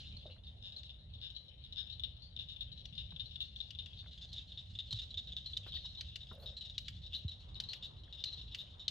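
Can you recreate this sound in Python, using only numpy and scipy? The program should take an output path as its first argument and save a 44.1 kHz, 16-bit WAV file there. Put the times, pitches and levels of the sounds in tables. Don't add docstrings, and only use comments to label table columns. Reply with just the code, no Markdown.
import sys
import numpy as np
from scipy import signal
from scipy.fft import rfft, irfft
from scipy.io import wavfile
from scipy.ndimage import uniform_filter1d, map_coordinates

SR = 44100
rng = np.random.default_rng(int(sys.argv[2]) if len(sys.argv) > 2 else 0)


def log_audio(samples):
    frames = np.atleast_2d(samples).T
    limited = np.clip(frames, -1, 1)
    pcm = np.round(limited * 32767).astype(np.int16)
    wavfile.write(sys.argv[1], SR, pcm)


def volts_from_decibels(level):
    exponent = np.asarray(level, float) / 20
    return 10 ** exponent


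N = 392490

# (time [s], peak [dB], left-right [dB], body noise [dB], sac pitch [Hz])
SNAPS = [
    (.833, -41.5, 11, -31, 3690),
    (2.8545, -35.5, 8.5, -34, 3480),
    (4.3304, -33.5, -0.5, -41, 3880),
    (4.9272, -26, 1, -42, 3750),
    (5.5715, -27, -1.5, -34, 3710),
    (6.0093, -29.5, -1, -25, 3770),
    (6.78, -24, 3, -33, 3660),
    (7.6008, -24.5, 2, -30.5, 3730),
    (8.239, -23.5, 1.5, -31, 3733),
    (8.8802, -20, 2, -34.5, 3826),
]
SIDE_SNAPS = [
    (3.7057, -38.5, 10, -28.5, 3550),
    (3.8594, -41.5, 11, -26, 3590),
    (6.1576, -32.5, 6.5, -25.5, 3585),
    (6.8818, -35.5, 1.5, -17, 3530),
    (7.7321, -34, 3.5, -19, 3400),
    (8.5464, -33, 3, -18, 3480),
]
# (low mode [dB], bright crack [dB])
SNAP_VOICES = [
    (-16, -28.5),
    (-8.5, -20.5),
]
# (multiple of sac pitch, level [dB], time to fall 60 dB [s])
SNAP_MODES = [(1, -2.5, 0.0096), (1.08, -3.5, 0.0076), (1.6, -25.5, 0.015)]
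# (delay [s], level [dB])
SNAP_REPEATS = [(.0021, -6), (.0046, -11.5), (.0072, -15)]
# (frequency [Hz], level per Hz [dB])
SNAP_CRACK = [(2500, -50.5), (4500, 8), (6200, -4), (8000, -6), (10000, -19), (12000, -29), (14000, -17.5),
              (15700, -29)]
SNAP_BODY = [(600, -64), (1200, -17.5), (1500, -8), (2500, 0.5), (3500, 5.5), (4800, -7.5), (6000, -28.5),
             (9000, -75)]

# (time [s], peak [dB], length [s], tick ahead by [s])
SLOW_FROG = [
    (.0499, -45, .05, 0.029),
    (.636, -36, .066, 0.011),
    (1.2225, -33.5, .058, 0.0079),
    (1.769, -31.5, .05, 0.0088),
    (2.3901, -34, .04, 0.024),
    (2.9786, -34, .042, 0.026),
]
QUICK_FROG = [(2.036, -31.5, 0.016, 0.04), (2.608, -34, .024, 0.046), (3.1967, -33.5, .025, .0347),
              (3.4045, -30.5, .024, 0.047), (3.603, -33, .012, 0.042), (3.7878, -35.5, .024, 0.038),
              (3.991, -41, .028, 0.059), (4.378, -36, .018, 0.015), (4.5747, -37.5, .028, 0.055),
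              (4.788, -32.5, .023, 0.036), (4.9876, -32.5, .02, .0428), (5.1736, -31, .025, .0318),
              (5.366, -31.5, .021, 0.045), (5.5674, -30.5, 0.0073, 0.034), (5.753, -33.5, .021, 0.029)]
# (sac pitch [Hz], rasp [dB], fade over the call [dB])
FROG_VOICES = [(3640, -23, -8), (3660, -27, -6)]
# (level against the call [dB], sac pitch [Hz], length [s], rasp [dB])
TICKS = [(-7, 3570, .003, -15), (-6, 3540, .009, -27.5)]
# (time [s], peak [dB], length [s], sac pitch [Hz])
SMALL_FROGS = [(.002, -48, .006, 3210), (.3, -52.5, .04, 2844), (.03, -52, .045, 2850),
               (.124, -46, .006, 3800), (0.167, -40.5, .007, 4250), (0.7635, -35.5, 0.007, 4145),
               (1.364, -36.5, .01, 3950), (1.924, -40.5, .016, 3990), (2.221, -48.5, .045, 4400),
               (2.262, -56, .02, 4440), (1.349, -47, .012, 3990), (1.186, -51, .004, 3460),
               (3.757, -40, .003, 3410), (5.333, -39, .003, 3490), (5.731, -39, .003, 3200),
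               (2.364, -37, .003, 3630), (2.374, -42, .004, 3199), (2.717, -41.5, .019, 3920),
               (3.258, -45.5, .017, 4080), (4.9077, -34, .023, 4012), (5.106, -38.5, .011, 3917),
               (5.4587, -36, .022, 4091), (5.721, -37, .003, 3540), (5.744, -43, .035, 4370),
               (5.974, -39.5, .034, 3950), (6.5675, -37, .023, 4050), (6.6093, -36.5, .02, 3930),
               (6.846, -49, .041, 3980), (7.1483, -31, .019, 3940), (7.281, -35.5, .019, 3950),
               (7.545, -43, .003, 4160), (7.688, -35.5, .04, 4180), (8.256, -35, .038, 4060),
               (8.328, -36, .018, 4034)]
# (time [s], peak [dB], length [s], sac pitch [Hz], fade over the call [dB])
MIDDLE_FROGS = [(0.437, -50, 0.02, 3670, -10), (0.7218, -44, 0.022, 3775, -11),
                (0.844, -45.5, 0.035, 3750, -8.0), (1.4824, -47.5, 0.019, 3810, -7),
                (1.7243, -38, 0.015, 3780, -10), (1.8956, -38, 0.006, 3750, 7), (1.9, -39, 0.018, 3720, -9),
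                (2.167, -46.5, 0.013, 3710, -9), (2.7759, -46.5, 0.04, 3870, -2),
                (2.842, -48, 0.012, 3740, 6.0), (2.926, -48, 0.02, 3610, -5),
                (4.1309, -46.5, 0.01, 3790, -9.0), (4.177, -46, 0.0084, 3460, -2),
                (4.36, -40, 0.018, 3740, 6), (4.52, -46, 0.011, 3645, -6), (4.859, -48, 0.04, 3560, -8),
                (4.957, -37, 0.026, 3880, -8), (5.017, -37.5, 0.025, 3780, -7), (5.17, -41, 0.006, 3590, 5),
                (5.685, -44.5, 0.027, 3840, -11), (5.738, -36.5, 0.015, 3600, 3),
                (5.773, -43, 0.034, 3800, -6), (5.8435, -38.5, 0.014, 3750, -0.5),
                (5.857, -35, 0.011, 3825, -7), (5.95, -42.5, 0.009, 3700, -12),
                (6.0857, -45, 0.035, 3650, -9), (6.4592, -37.5, 0.042, 3720, -1),
                (6.65, -40.5, 0.025, 3710, -2), (6.6976, -37, 0.01, 3690, -11.0),
                (7.063, -43.5, 0.016, 3765, -3), (7.3144, -43, 0.028, 3777, -5),
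                (7.554, -40, 0.03, 3760, -9), (7.6375, -35.5, 0.009, 3910, -11),
                (8.035, -51, 0.014, 3840, -6), (8.172, -43, 0.028, 3618, 5), (8.2, -41.5, 0.03, 3640, -10),
                (8.373, -42, 0.035, 3686, 1), (8.414, -37, 0.011, 3810, -15),
                (8.612, -42.5, 0.017, 3770, -11)]
LARGE_FROGS = [(0.2637, -43.5, 0.016, 3680, -11.0), (0.469, -43, 0.022, 3640, -9),
               (0.7799, -42, 0.024, 3690, -4), (0.8937, -40.5, 0.03, 3570, -11.0),
               (1.1373, -43, 0.025, 3650, -10), (1.3016, -41, 0.013, 3740, -9),
               (1.639, -42.5, 0.025, 3685, -7), (1.866, -46, 0.01, 3610, -1.0),
               (2.4862, -40.5, 0.036, 3650, -5), (2.52, -44, 0.022, 3640, -9),
               (2.953, -45, 0.0076, 3560, -11), (3.106, -43, 0.019, 3760, -8), (3.31, -44, 0.027, 3690, -5),
               (3.9738, -46, 0.0056, 3660, -13), (4.208, -42, 0.048, 3600, 0), (4.34, -41, 0.017, 3820, -6),
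               (4.493, -48.5, 0.027, 3660, -7.0), (5.2724, -41, 0.028, 3780, -4),
               (6.206, -42, 0.03, 3710, 1), (6.287, -44, 0.052, 3660, -11), (7.033, -45, 0.028, 3630, 5.5),
               (7.1236, -41.5, 0.0033, 3455, -2), (7.131, -34, 0.017, 3640, 1.5),
               (7.745, -44.5, 0.03, 3660, -8.0), (7.825, -37.5, 0.018, 3630, 1),
               (7.844, -37, 0.024, 3766, -8), (8.1255, -41, 0.035, 3720, -6), (8.514, -43.5, 0.03, 3740, 3),
               (8.5858, -36.5, 0.03, 3680, 1.5), (8.795, -41.5, 0.039, 3760, -5)]
# (frequency [Hz], level per Hz [dB])
RASP_COLOUR = [(900, -42), (1500, -18), (2450, -15), (2800, -2), (4400, -4), (5500, -12), (6200, -17),
               (7300, -18), (8400, -23), (10300, -39), (12000, -42.5), (14000, -40), (15700, -58)]
# (frequency [Hz], level [dB])
WATER_CANCEL = [(1000, -1.5), (1900, -2), (2450, -4.5), (2800, 0.5), (4300, -0.5), (4800, -2.5), (6500, 0),
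                (16000, 0)]
# (time [s], left leads by [radians], left-right [dB])
BEARING = [(0, -1.2, 2), (1, -2.3, 7), (1.5, -2.8, 9), (2.5, -2.1, 9), (3.7, -1.9, 8), (4.2, -.5, 3),
           (5, .5, 1), (5.6, 1.2, 2.5), (6.1, 1.4, 4.5), (6.5, .3, 3.5), (7, .8, 3.5), (8.9, .7, 3.5)]

# (time [s], level [dB])
FAR = [(0.0, -53), (0.45, -63), (1.1, -63), (1.5, -61), (2.3, -62.5), (3.17, -59.5), (3.47, -56),
       (4.1, -57), (4.83, -59), (4.96, -61.5), (5.77, -52.5), (6.49, -61.5), (6.64, -56.5), (7.56, -61.5),
       (7.71, -57.5), (8.13, -64), (8.33, -54), (8.9, -62.5)]
# (time [s], level [dB])
FACING = [(0, -3.5), (2.3, -5), (3.3, 3.5), (4.5, 1), (6, 2), (8.9, -1)]
# (frequency [Hz], time to fall 60 dB [s])
TREES = [(1000, 0.6), (4000, 0.29), (7000, 0.36), (10000, .16)]

# (time [s], peak [dB], pitch [Hz], time
# to fall 60 dB [s], roughness)
KNOCKS = [(.138, -67, 800, 0.02, 1.9), (.168, -62, 905, 0.023, 3.2), (.2555, -43, 600, 0.039, 0.19),
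          (.362, -63.5, 1214, 0.051, 2.9), (3.121, -54, 784, 0.033, 2), (4.028, -62, 1700, .02, 3),
          (4.041, -57, 1690, 0.026, 3), (4.059, -54.5, 1320, 0.037, 3.2), (4.925, -55, 915, 0.057, 2.5),
          (5.662, -53, 1080, 0.1, 3.6), (5.739, -59.5, 590, 0.048, 2.2), (5.77, -51, 1850, 0.032, 0.91),
          (5.851, -54.5, 910, 0.024, 0.48), (5.99, -61, 870, 0.045, 0.65), (6.312, -49, 1433, 0.036, 0.65),
          (6.314, -52, 1107, 0.051, 1.2), (6.313, -53, 750, .04, 1.6), (6.315, -53, 398, 0.056, 0.9),
          (.257, -54, 400, .05, 0.88), (2.302, -72, 6940, 0.009, 5.8), (8.077, -61.5, 1700, 0.036, 1)]
# (time [s], peak [dB], pitch [Hz], time to fall 60 dB [s])
THUMPS = [
    (3.126, -50.5, 148, 0.098),
    (4.926, -41, 106, 0.11),
    (6.308, -51, 200, 0.052),
    (7.247, -28.5, 81, 0.058),
]
# (time of peak [s], level [dB], rise [s], fall [s])
CREAKS = [
    (.266, -63, 0.0079, 0.083),
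    (5.676, -70, 0.14, .045),
    (6.43, -59, 0.13, .09),
    (6.53, -66.5, 0.053, 0.058),
    (6.34, -66, .02, .05),
]
# (time [s], level [dB], length [s])
RUSTLES = [(1.3, -92, .06), (1.44, -86, .008), (3.221, -76, .005), (3.225, -86, .025), (7.61, -80, .035),
           (6.79, -82, .06), (6.89, -80, .03), (7.74, -82, .05), (5.658, -74, 0.043), (5.715, -79.5, 0.066),
           (6.328, -73, 0.0055), (6.338, -76, .004), (6.349, -70, .005), (6.372, -75.5, 0.11),
           (7.116, -78, 0.095), (7.826, -80, 0.055), (8.56, -79, 0.086)]

# (time [s], level [dB])
BREEZE = [
    (7.2, -100),
    (7.5, -78),
    (8.0, -81),
    (8.5, -82.5),
    (8.9, -80.5),
]
# (frequency [Hz], level per Hz [dB])
LEAVES = [(500, -31), (850, -0.5), (1100, 0), (1500, -10), (2500, -29), (5000, -70)]
BOUGHS = [(120, -29.5), (250, 1), (570, 0), (1200, -6), (2200, -14), (4000, -29), (6000, -72)]
AIR = [(150, -17), (330, -4.5), (570, 1), (1200, -13), (2100, -12.5), (5000, -26), (7500, -29.5),
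       (9200, -25.5), (11000, -30), (13000, -43), (15500, -59)]
RUMBLE = [(15, -49.5), (25, -21.5), (40, -6), (59, 1.5), (87, 0), (116, -6), (175, -14), (240, -22.5),
          (323, -32), (500, -54.5), (900, -110)]
# (time [s], level [dB])
GROUND = [(0, -51.5), (.9, -55), (2.36, -54.5), (2.91, -51), (3.61, -57.5), (4.07, -53), (7.2, -53),
          (8.65, -55), (8.9, -52)]

# (frequency [Hz], likeness 0 to 1)
ALIKE = [(40, 1), (125, 0.94), (300, 0.66), (700, 0.5), (2000, 0.52), (12000, 0.57)]
# (frequency [Hz], left leads by [radians])
PORTS = [(300, 0), (600, -1.1), (1460, -2), (4000, 0), (6500, -1), (14000, 0.5)]
# (frequency [Hz], share)
ONE_PATH = [(4600, 0.022), (6400, 0.55), (8000, 0.77)]
# (frequency [Hz], left leads by [radians])
PATH_LEAD = [(6700, 0), (8450, -3.14), (10200, -6.28), (11900, -9.42), (13900, -12.57), (15700, -15.7)]

SHADE_PER_DB = 0.9
THROAT_PER_DB = 0.5
LAST_PULSES_DB = -4.5
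SMALL_RASP_DB, MIDDLE_RASP_DB, LARGE_RASP_DB = -25, -20.5, -22
SMALL_FADE_DB, USUAL_FADE_DB = -3.5, -9.5
QUICK_ECHO_DB, OTHERS_ECHO_DB = -9, -6.5
AIR_DB, AIR_FOLLOWS = -75.5, 0.4
BOUGHS_DB = 8
GROUND_PAN_DB = -1
EARS = np.array([[0.5], [-0.5]])


def unit(x):
    return x / np.sqrt(np.mean(x ** 2) + 1e-20)


def along(points, hz):
    f, v = np.transpose(points)
    return np.interp(np.log(hz + 1), np.log(f + 1), v)


def curves(rows):
    s, *cols = np.transpose(rows)
    return [np.interp(np.arange(N) / SR, s, c) for c in cols]


def wobble(rate):
    knots = rng.standard_normal(int(N * rate / SR) + 4)
    return map_coordinates(knots, [np.arange(N) * rate / SR])


def coloured(x, spectrum):
    cep = irfft(np.log(volts_from_decibels(along(spectrum, np.fft.rfftfreq(2048, 1 / SR)))))
    cep[1:1024] *= 2
    cep[1025:] = 0
    h = irfft(np.exp(rfft(cep)))[:1024]
    h = h / np.linalg.norm(h)
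    return signal.fftconvolve(x, h[None], axes=1)[:, :x.shape[1]]


def laid(s, waves):
    at = np.round(s * SR).astype(int)[:, None] + np.arange(waves.shape[1])
    return np.bincount(at.ravel(), waves.ravel(), N + SR)[:N]


def swell(t, rise):
    return 1 - np.exp(-t / rise)


def close_frog():
    t = np.arange(1600) / SR
    out = np.zeros((2, N + SR))
    groups = zip((SNAPS, SIDE_SNAPS), SNAP_VOICES)
    snaps = [(*row, *voice) for rows, voice in groups for row in rows]
    for s, db, pan_db, body_db, sac_hz, low_db, bright_db in snaps:
        pulse = 0
        for multiple, level, t60 in SNAP_MODES:
            mode_hz = sac_hz * multiple * rng.normal(1, 0.012)
            pulse = pulse + volts_from_decibels(level + rng.normal(0, 3.0) - 60 * t / t60) * np.sin(2 * np.pi * mode_hz * t)
        pulse = pulse * swell(t, 0.00046) ** 2
        ring = pulse
        for later, level in SNAP_REPEATS:
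            wait = round(later * rng.normal(1, 0.07) * SR)
            ring = ring + volts_from_decibels(level + rng.normal(0, 1.7)) * np.pad(pulse, (wait, 0))[:len(t)]
        ring = ring / np.abs(ring).max()

        low_hz = 0.775 * sac_hz * rng.normal(1, 0.025)
        low = np.sin(2 * np.pi * low_hz * t - 13 * np.exp(-t / 0.0033))
        low = low * volts_from_decibels(low_db + 15.0 - 60 * t / 0.022) * swell(t, 0.0018) ** 2

        hiss = rng.standard_normal(len(t)) + 0.89 * rng.standard_normal((2, len(t)))
        puff = volts_from_decibels(-60 * t / 0.042) * swell(t, 0.00058) * hiss
        body = volts_from_decibels(body_db + 10.5) * coloured(puff, SNAP_BODY)
        crack = volts_from_decibels(bright_db + 10.5 - SHADE_PER_DB * abs(pan_db)) * coloured(puff, SNAP_CRACK)

        snap = ring + low * volts_from_decibels([[-1.5], [1.5]]) + body + crack
        out[:, round(s * SR):][:, :len(t)] += volts_from_decibels(db - 1.5 + EARS * pan_db) * snap
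    return out[:, :N]


def frogs(calls, rasp_db, low_db, rise=0.00085, ring=0.0082):
    s, db, hz, length, harsh_db, fade_db = np.transpose(calls)[:, :, None]
    k = np.arange(20)
    late, strong, sharp = rng.standard_normal((3, len(calls), 20))
    turn, haste, throaty, raspy, aside, shrill = rng.standard_normal((6, len(calls), 1))
    long_call = length > 0.046

    rate = 285 + 0.08 * (hz - 3700) - 900 * length + 18 * haste
    since = k / rate * (1 + 0.01 * k) + 0.00015 * late * (k > 0)
    size = volts_from_decibels(db - np.maximum(fade_db, 0) + fade_db * since / (length + 0.0078) + 1.3 * strong)
    size = size * volts_from_decibels(-9 * np.exp(-since / 0.011) * long_call)
    size = size * volts_from_decibels(LAST_PULSES_DB * (since / (length + 0.004)) ** 4)
    on = since < length

    def pick(v):
        return np.broadcast_to(v, on.shape)[on][:, None]

    def sine(angle):
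        return np.sin(angle.astype(np.float32))

    start, t = pick(s + since), np.arange(280) / SR
    when, facing, pan_db = np.transpose(BEARING)
    lead = np.interp(start, when, facing) + pick(0.46 * turn)
    pan_db = np.interp(start, when, pan_db) + pick(1.6 * aside)
    off_axis_db = np.abs(pan_db)

    shape = swell(t, rise) ** 2 * volts_from_decibels(-60 * t / ring)
    shape = shape / shape.max()
    phase = 2 * np.pi * pick(hz * (1 + 0.009 * sharp)) * t
    throat = volts_from_decibels(low_db + THROAT_PER_DB * (off_axis_db - 4.0) + pick(2.8 * throaty)) * shape ** 0.75
    rasp = volts_from_decibels(rasp_db + pick(harsh_db + 3 * raspy) + 2.5 - SHADE_PER_DB * off_axis_db) * shape ** 0.7
    rasp = rasp * rng.standard_normal(phase.shape)
    upper = volts_from_decibels(pick(harsh_db + 5 * long_call - 0.0081 * (hz - 3700)) + 3) * shape ** 1.6
    chest = volts_from_decibels(-37 + pick(9 * long_call)) * np.sqrt(shape)
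    top = volts_from_decibels(-29.5 - 1.5 * off_axis_db + pick(9 * long_call + 3 * shrill)) * shape ** 1.4
    reach = 1.4 + pick(0.04 * late)
    dip = 0.81 + pick(0.025 * strong)

    sacs, rasps = [], []
    for side in (0.5, -0.5):
        gain = pick(size) * volts_from_decibels(side * pan_db)
        shift = side * lead
        tone = shape * sine(phase + shift)
        tone = tone + throat * sine(dip * phase + shift)
        tone = tone + upper * sine(reach * (phase + shift))
        tone = tone + top * sine((0.45 + reach) * (phase + shift))
        tone = tone + chest * sine(0.446 * phase + shift)
        sacs.append(laid(start[:, 0], gain * tone))
        delay = shift[:, 0] / 2 / np.pi / -3700 + 0.000993
        rasps.append(laid(start[:, 0] + delay, gain * rasp))
    return np.array(sacs) + coloured(np.array(rasps), RASP_COLOUR)


def nearby_calls():
    voiced, ticks = [], []
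    for rows, voice, tick in zip((SLOW_FROG, QUICK_FROG), FROG_VOICES, TICKS):
        hz, *rest = voice
        under_db, *tick_voice = tick
        voiced.append([(s, db, hz, length, *rest) for s, db, length, _ in rows])
        ticks.append([(s - ahead, db + under_db, *tick_voice, USUAL_FADE_DB) for s, db, _, ahead in rows])
    others = voiced[0] + ticks[0]
    others += [(s, db, hz, length, SMALL_RASP_DB, SMALL_FADE_DB) for s, db, length, hz in SMALL_FROGS]
    for rows, rasp_db in ((MIDDLE_FROGS, MIDDLE_RASP_DB), (LARGE_FROGS, LARGE_RASP_DB)):
        others += [(s, db, hz, length, rasp_db, fade_db) for s, db, length, hz, fade_db in rows]
    return voiced[1] + ticks[1], others


def trees(x, count=30):
    size = N // count + 1
    hz, t, z = signal.stft(rng.standard_normal((count, 2, SR // 3)), SR, nperseg=256)
    tails = signal.istft(z * volts_from_decibels(-60 * t / along(TREES, hz)[:, None]), SR, nperseg=256)[1]
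    tails = tails / np.linalg.norm(tails, axis=2, keepdims=True)
    late = np.pad(x, ((0, 0), (130, size)))[:, :count * size]
    pieces = late.reshape(2, count, size).transpose(1, 0, 2)
    wet = signal.fftconvolve(pieces, tails, axes=2)
    return np.array([laid(np.arange(count) * size / SR, wet[:, ear]) for ear in range(2)])


def far_chorus(count=620):
    luck = rng.random((count, 6))
    luck[:, 2] = (luck[:, 2] + rng.random(count)) / 2
    calls = luck * [N / SR, 12, 1400, 0.03, 10, 8] + [0, -12, 3000, 0.008, -27, -12]
    calls[:, 4] += np.interp(calls[:, 0], *np.transpose(FACING))
    calls[:4, 0] = 0
    direct = frogs(calls, rasp_db=5.0, low_db=-11.5)
    blur = 1.1 * direct + trees(direct, count=12)
    loudness = np.abs(uniform_filter1d(np.mean(blur ** 2, 0), SR // 8))
    blur = blur / np.sqrt(loudness + 1e-9)
    return blur * volts_from_decibels(curves(FAR)[0] - 2.0)


def dock():
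    t = np.arange(6000) / SR
    s, db, hz, t60, rough = np.transpose(KNOCKS)[:, :, None]
    drift = uniform_filter1d(np.cumsum(rng.standard_normal((len(s), len(t))), 1), 12, 1)
    tone = np.sin(2 * np.pi * hz * t + 0.152 * rough * drift)
    knocks = laid(s[:, 0], volts_from_decibels(db + 1.0 - 60 * t / t60) * swell(t, 0.0013) * tone)

    s, db, hz, t60 = np.transpose(THUMPS)[:, :, None]
    tone = np.sin(2 * np.pi * hz * t - 5 * np.exp(-t / 0.0042))
    thumps = laid(s[:, 0], volts_from_decibels(db + 19.0 - 60 * t / t60) * swell(t, 0.014) ** 2 * tone)

    board = [(100, -64), (300, -24.5), (430, -8), (560, 3.0), (720, -10.5), (1000, -19.5),
             (1500, -21), (2500, -34), (6000, -100)]
    slips = unit(coloured(volts_from_decibels(2.2 * wobble(60)) * rng.standard_normal((1, N)), board)[0])
    now = np.arange(N) / SR
    creak = sum(volts_from_decibels(db) * np.interp(now, [s - rise, s, s + fall], [0, 1, 0]) for s, db, rise, fall in CREAKS)
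    return knocks + thumps + slips * creak


def rush(spectrum, patchy_db):
    z = signal.stft(rng.standard_normal((2, N + 512)), nperseg=512)[2]
    field = uniform_filter1d(rng.standard_normal(z.shape[1:]), 6, 0)
    field = unit(uniform_filter1d(field, 12, 1))
    pair = rfft(signal.istft(z * volts_from_decibels(patchy_db * field), nperseg=512)[1][:, :N])
    hz = np.fft.rfftfreq(N, 1 / SR)
    turn = np.arccos(np.clip(along(ALIKE, hz), -1, 1)) / 2
    mid, side = pair * volts_from_decibels(along(spectrum, hz)) * [np.cos(turn), np.sin(turn)]
    lead = np.exp(0.5j * along(PORTS, hz))
    return unit(irfft([(mid + side) * lead, (mid - side) / lead], N))


def sleeve():
    now = np.arange(N) / SR
    strokes = sum(volts_from_decibels(db) * np.sin(np.pi * np.clip((now - s) / length, 0, 1)) for s, db, length in RUSTLES)
    cloth = [(5000, -38), (8000, -6), (11000, -11), (12200, -14), (13800, -1), (15200, -11), (16000, -43)]
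    return strokes * rush(cloth, patchy_db=4.5)


def breeze():
    leaves = rush(LEAVES, patchy_db=1.5)
    boughs = volts_from_decibels(BOUGHS_DB) * rush(BOUGHS, patchy_db=2.5)
    return volts_from_decibels(curves(BREEZE)[0]) * (leaves + boughs)


def rumble_and_air():
    rumble_db = curves(GROUND)[0]
    rumble = volts_from_decibels(rumble_db + 1.4 * wobble(7)) * rush(RUMBLE, patchy_db=0.5)
    air = volts_from_decibels(AIR_DB + AIR_FOLLOWS * (rumble_db - rumble_db.mean())) * rush(AIR, patchy_db=2.0)
    return (rumble + air) * volts_from_decibels(EARS * GROUND_PAN_DB)


def scene():
    snaps = close_frog()
    quick, others = nearby_calls()
    quick = volts_from_decibels(-0.6) * frogs(quick, rasp_db=4.0, low_db=-17.0, rise=0.0006, ring=0.0095)
    others = volts_from_decibels(-2.0) * frogs(others, rasp_db=2.5, low_db=-15.0)
    echo = trees(volts_from_decibels(QUICK_ECHO_DB) * quick + volts_from_decibels(OTHERS_ECHO_DB) * others + volts_from_decibels(-13) * snaps)
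    over_water = coloured(quick + others + echo + far_chorus(), WATER_CANCEL)
    return over_water + snaps + dock() + sleeve() + breeze() + rumble_and_air()


def top_cut(x):
    return signal.sosfilt(signal.butter(12, 15780, fs=SR, output="sos"), x)


def record(dry):
    hz = np.fft.rfftfreq(N, 1 / SR)
    left, right = rfft(dry)
    mid = (left + right) / 2
    side = (left - right) / 2 * (1 - np.clip(along(ONE_PATH, hz), 0, 1))
    lead = np.exp(0.5j * along(PATH_LEAD, hz))
    mix = irfft([(mid + side) * lead, (mid - side) / lead], N)
    return top_cut(mix)


dry = scene()
out = record(dry)
log_audio(out)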